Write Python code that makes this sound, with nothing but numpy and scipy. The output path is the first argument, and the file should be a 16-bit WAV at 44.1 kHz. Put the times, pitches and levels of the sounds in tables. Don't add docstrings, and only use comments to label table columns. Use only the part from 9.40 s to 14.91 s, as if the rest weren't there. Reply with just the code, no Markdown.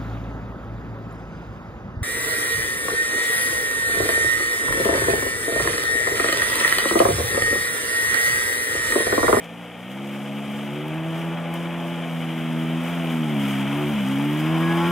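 import sys
import numpy as np
from scipy import signal
from scipy.fft import rfft, irfft
from scipy.io import wavfile
from scipy.ndimage import uniform_filter1d

SR = 44100
rng = np.random.default_rng(int(sys.argv[2]) if len(sys.argv) > 2 else 0)


def store_wav(level_fs):
    pcm = np.round(np.clip(np.atleast_2d(level_fs), -1, 1) * 32767)
    wavfile.write(sys.argv[1], SR, pcm.T.astype(np.int16))


def boost(x):
    u = np.asarray(x, float) / 20
    return 10 ** u


N = 243014
T = np.arange(N) / SR
HZ = np.fft.rfftfreq(N, 1 / SR)


def at(table, hz):
    f, v = np.transpose(table)
    return np.interp(np.log(hz + 1), np.log(f), v)


def unit(x):
    return x / np.sqrt(np.mean(x ** 2))


def colour(x, table):
    return unit(irfft(rfft(x) * boost(at(table, HZ)), N))


def noise():
    return rng.standard_normal(N)


def walk(rate):
    hold = int(SR / rate)
    steps = np.repeat(rng.standard_normal(N // hold + 1), hold)
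    return 1.24 * uniform_filter1d(uniform_filter1d(steps, hold), hold)[:N]


def tent(s, half):
    return np.clip(1 - abs(T - s) / half, 0, 1)


def close():
    from_s, by_s = 4.68, 5.36
    return np.clip((T - from_s) / (by_s - from_s), 0, 1)


def throttle():
    # time in seconds, firing rate in Hz, exhaust note in dB, water pressing on the tailpipe in dB,
    # engine load in dB.
    engine = [(0.0, 56.06, -44, 0, -42), (0.38, 59.4, -38.5, -2, -43), (0.62, 68.92, -34, 1, -41),
              (1.27, 70.18, -32, 2, -39.5), (1.56, 79.37, -28, -6.5, -37.5),
              (1.82, 82.96, -28.5, -5.5, -38), (2.49, 85.05, -30, -1, -37.5), (2.99, 80.52, -28, 2, -37),
              (3.38, 81.55, -25.5, 3, -36.5), (3.51, 85.77, -29, 0, -35), (3.8, 79.87, -25, 4, -36.5),
              (4.02, 69.2, -24.5, 1, -34), (4.23, 67.36, -25, -0.5, -33), (4.42, 73.6, -24, -3.5, -32),
              (4.52, 73.5, -23.5, 0, -33), (4.64, 65.33, -24, 0, -34.5), (5.14, 81, -22.5, -2.5, -33),
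              (5.51, 86.23, -23, -2.5, -31.5)]
    s, *columns = np.transpose(engine)
    return [uniform_filter1d(np.interp(T, s, column), SR // 40) for column in columns]


def low_orders(hz, note_db, pressed_db):
    # frequency in Hz, level in dB.
    passed = [(115, -13), (165, 0), (205, -0.5), (235, -6), (280, -5), (348, -10), (368, -3), (400, -14.5)]
    order_db = [0.3, -0.2, -0.3, -5]
    nearing = [0.16, -0.22, 0.44, -1.75]
    pressed = [0.019, 1.43, -0.45, 0.38]
    flutter_db = [0.4, 1.1, 1.5, 2.5]
    # time in seconds, half length in seconds,
    # loss of order 2 in dB, loss of orders 4 and 5 in dB.
    gulps = [
        (0.33, .06, 2.5, 3),
        (1.33, .04, -4, 3.5),
        (2.004, 0.1, 0.3, 12),
        (2.754, 0.1, 0.5, 11),
        (3.426, 0.054, 2.5, 11),
        (3.55, .06, -0.5, 5.5),
        (4.579, 0.086, 8.5, 14),
    ]
    deep_db = sum(deep * tent(s, half) for s, half, deep, _ in gulps)
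    high_db = sum(high * tent(s, half) for s, half, _, high in gulps)
    gulp_db = [-deep_db, 0.45 * deep_db, 4 * close() - high_db, -high_db]
    levels = []
    for i in range(4):
        level = note_db + order_db[i] + nearing[i] * (T - T.mean())
        level = level + at(passed, (i + 2) * hz) + pressed[i] * pressed_db
        levels.append(level + flutter_db[i] * walk(14) + gulp_db[i])
    return levels


def exhaust(hz, turn, low_db, roar_db, upper_db, pressed_db):
    # frequency in Hz, phase in radians.
    silencer = [(170, 0), (249, -.25), (256, -1.4), (272, -2.9), (290, -2.4), (310, -1.3), (335, -.7),
                (350, -1.6), (412, .75)]
    # frequency in Hz, level in dB.
    pipe = [(420, -21), (520, -9), (650, -8), (850, -7.5), (1100, -8.5), (1400, -10.5), (1800, -10.5),
            (2400, -45)]
    # frequency in Hz, width in Hz, level over the roar in dB,
    # extra level at close range in dB.
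    resonances = [(498, 30, -17, -0.5), (586, 25, -16, -32), (642, 41, -10.5, -2), (854, 33, -13.5, 10),
                  (1070, 69, -23, 17.5), (1365, 15, -28, 23), (1500, 30, -34, 16), (1662, 26, -34, 33),
                  (1884, 22, -34, 23)]
    note = 0
    for k, db in enumerate(low_db, start=2):
        note = note + boost(db) * np.cos(k * turn + at(silencer, k * hz))
    note = note + boost(1.44 * roar_db - 6.5 + 2.5 * walk(8.3)) * np.cos(turn)
    near = close()
    odd_db = -0.3 + 0.63 * pressed_db
    for k in range(6, 24):
        gain = boost(upper_db + at(pipe, k * hz) - 13.5)
        for peak_hz, width, db, close_db in resonances:
            if abs(k * hz.mean() - peak_hz) < peak_hz / 4:
                peak = np.exp(-((k * hz - peak_hz) / width) ** 2)
                gain = gain + boost(db + close_db * near + 0.16 * upper_db) * peak
        drift = 2 * np.pi * rng.random() + 0.7 * walk(20)
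        gain = gain * boost(k % 2 * odd_db + 2.3 * walk(6))
        note = note + boost(roar_db + 2.2 * walk(35)) * gain * np.cos(k * turn + drift)
    return np.sqrt(2) * note


def gas(turn, roar_db, rasp_db, shake_db):
    # frequency in Hz, density in dB per Hz.
    roar_tone = [(60, -60), (180, -3), (300, -1.5), (430, -4.5), (650, 0), (900, 0.5), (1300, -9),
                 (1800, -12), (2600, -3), (4500, -76)]
    # frequency in Hz, density in dB per Hz.
    rasp_tone = [(300, -70), (800, -38), (1200, 1.5), (1600, -2.5), (2000, -2.5), (2330, 2), (2600, -10),
                 (2950, 2.5), (3250, 1), (3500, -6.5), (4000, -16.5), (4300, -28), (5000, -44), (8000, -80)]
    puff = np.cos(turn - 1.5)
    roar = colour(noise() * (1 + 0.25 * puff) * boost(1.1 * walk(60)), roar_tone)
    rasp = colour(noise() * (1 + 0.1 * puff) * boost(1.1 * walk(120) + shake_db), rasp_tone)
    return boost(roar_db - 2.0) * roar + boost(rasp_db + 0.25) * rasp


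def surges():
    # crest in seconds, level over the spray in dB, half length in seconds.
    sheets = [(0.043, 4, 0.029), (0.52, 4, 0.026), (0.714, 4, 0.32), (1.165, 4.5, 0.32), (1.798, 3, 0.14),
              (2.15, 4, 0.019), (2.824, 2.5, 0.083), (3.483, 3, 0.095), (3.71, 4, 0.088), (4.11, 4.5, 0.17),
              (4.544, 1.5, 0.064), (4.735, 1, .09), (4.879, -3, 0.034), (4.998, 4, 0.019), (5.448, 1, 0.26)]
    return sum(db * tent(s, half) for s, db, half in sheets)


def spray(db, mist_db):
    # frequency in Hz, density in dB per Hz.
    water_tone = [(3000, -60), (3900, -22), (4350, 1.5), (4800, 7), (6900, 6), (9500, 4), (10600, 4),
                  (12500, -6), (14000, -28), (16000, -40)]
    # frequency in Hz, density in dB per Hz.
    mist_tone = [(6000, -50), (9000, 0), (10500, -13.5), (12000, 0), (13000, -1), (13650, 1), (14050, -7),
                 (15700, -5)]
    size_db = 3.5 * np.minimum(rng.standard_exponential(N), 4.2)
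    ticks = (rng.random(N) < 350 / SR) * boost(size_db)
    swell = signal.lfilter([1], [1, -0.985], ticks)
    water = colour(noise() * (1 + 0.13 * swell) * boost(0.59 * walk(30.18)), water_tone)
    mist = colour(noise() * (1 + 0.22 * swell) * boost(1.3 * walk(22)), mist_tone)
    return boost(db + 1.13) * (water + boost(mist_db - 0.6) * mist)


def drops():
    # time in seconds, peak level in dB, centre frequency in Hz.
    slaps = [(0.0438, -27, 5840), (0.5162, -34, 5720), (0.5505, -47, 9600), (0.6733, -34, 9890),
             (0.962, -44, 5970), (1.115, -37, 9900), (1.2298, -43, 9186), (1.483, -30, 9230),
             (2.0892, -39, 5673), (2.14, -23, 13400), (2.6806, -35, 7030), (3.4371, -30, 9784),
             (3.4546, -34, 7627), (3.9434, -29, 6060), (4.0829, -25, 11530), (4.2798, -30, 6103),
             (4.5561, -37, 5750), (4.6858, -25.5, 8500), (4.8279, -32, 13420), (4.9744, -28, 13250),
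             (5.2984, -43, 9020)]
    length = 600
    out, t = np.zeros(N + length), np.arange(length) / SR
    decay = np.exp(-t / 0.0011) + 0.18 * np.exp(-t / 0.006)
    for s, db, hz in slaps:
        band = signal.butter(1, [hz * 0.6, min(hz * 1.5, 19000)], "band", fs=SR)
        grit = signal.lfilter(*band, rng.standard_normal(length))
        start = int(s * SR)
        out[start:start + length] += boost(db - 8.5) * grit * decay
    return out[:N]


def rattle(turn):
    panel = [(3500, -77), (4500, -47), (4930, -4), (5040, -6), (5150, -6), (5600, -57), (7000, -87)]  # Hz, dB
    buzz = colour(noise() * (1 + 0.54 * np.cos(turn)), panel)
    since = T - 4.76
    level_db = -64.5 + 10 * since + 2.47 * walk(9)
    return boost(level_db) * np.clip(since / 0.13, 0, 1) * buzz


def whine():
    start_hz, hz_per_s, end_s = 1787, 140, 0.6
    fade = np.clip((end_s - T) / 0.056, 0, 1)
    tone = np.sin(2 * np.pi * (start_hz + hz_per_s * T / 2) * T)
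    return np.sqrt(2) * boost(-56 + 1.7 * walk(9.5)) * fade * tone


def background(note_db):
    # frequency in Hz, density in dB per Hz.
    rumble_tone = [(25, -36), (45, -21), (65, -20), (90, -9.5), (180, 1.5), (300, -2), (420, -9),
                   (600, -31), (1500, -80)]
    # frequency in Hz, density in dB per Hz.
    far_tone = [(60, -60), (150, -15), (330, -11), (490, 5.5), (620, 5.5), (800, 2.5), (1200, -39),
                (2500, -8), (4500, -70)]
    rumble = boost(note_db - 15.0) * colour(noise(), rumble_tone)
    far_roar = boost(-44.5 + 1.5 * walk(3.13)) * colour(noise(), far_tone)
    far_hz = 501.5 * (1 + 0.012 * walk(4) + 0.008 * walk(30))
    far_turn = 2 * np.pi * np.cumsum(far_hz) / SR
    fade = np.clip(2.6 - T, 0, 1)
    far_note = boost(-50 + 2.9 * walk(16)) * fade * np.sqrt(2) * np.sin(far_turn)
    return rumble + far_note + far_roar


def ports(x, other):
    # frequency in Hz, likeness from 0 to 1.
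    likeness = [(30, .6), (60, 0.8), (130, 0.66), (290, 0.9), (640, 1), (1400, 0.98), (3100, 0.99),
                (4300, 0.41), (5500, 0.6), (8000, 0.62), (12000, 0.95), (15000, 0.5)]
    # frequency in Hz, level in dB.
    left_over_right = [(60, 1), (110, -1), (200, 0), (380, 0), (700, 2.5), (1290, 0), (2380, 3.5),
                       (4400, 1.5), (8120, 1), (15000, 2.5)]
    # frequency in Hz, phase in radians.
    left_leads = [(60, 0.19), (150, 0.39), (300, 0.18), (600, 0.46), (1400, -0.054), (1640, 0.81),
                  (2150, -0.0016), (3000, 0.05), (5000, -0.66), (10000, 0)]
    like = np.clip(at(likeness, HZ), 0, 1)
    tilt = boost(at(left_over_right, HZ) / 2) * np.exp(0.5j * at(left_leads, HZ))
    mid = rfft(x) * np.sqrt((1 + like) / 2)
    side = rfft(other) * np.sqrt((1 - like) / 2)
    return np.array([irfft((mid + side) * tilt, N), irfft((mid - side) / tilt, N)])


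def scene():
    hz, note_db, pressed_db, load_db = throttle()
    turn = 2 * np.pi * np.cumsum(hz * (1 + 0.00407 * walk(40))) / SR
    low_db = low_orders(hz, note_db, pressed_db)
    upper_db = -3.5 + 0.6945 * (hz - hz.mean()) - 0.98 * pressed_db
    rumble_db = 0.74 * uniform_filter1d(np.max(low_db, axis=0), SR // 4) - 6.5
    load, surge_db = load_db - load_db.mean(), surges()
    shake_db = 0.55 * walk(40)
    rasp_db = -42.5 + 0.61 * load + 0.93 * T + 0.63 * surge_db
    spray_db = -60 + 0.35 * load + 1.5 * T + surge_db + 1.1 * shake_db
    mist_db = -3.5 + 0.67 * T + 0.19 * surge_db

    def noises():
        return gas(turn, load_db, rasp_db, shake_db) + spray(spray_db, mist_db) + background(rumble_db)

    direct, scattered = noises(), noises()
    scooter = exhaust(hz, turn, low_db, load_db, upper_db, pressed_db) + rattle(turn) + whine()
    return ports(scooter + drops() + direct, scattered)


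def low_pass(x):
    return signal.sosfilt(signal.butter(12, 15960, fs=SR, output="sos"), x)


def record(dry):
    mix = irfft(rfft(dry) * (HZ < 15760), N)
    return low_pass(mix)


dry = scene()
out = record(dry)
store_wav(out)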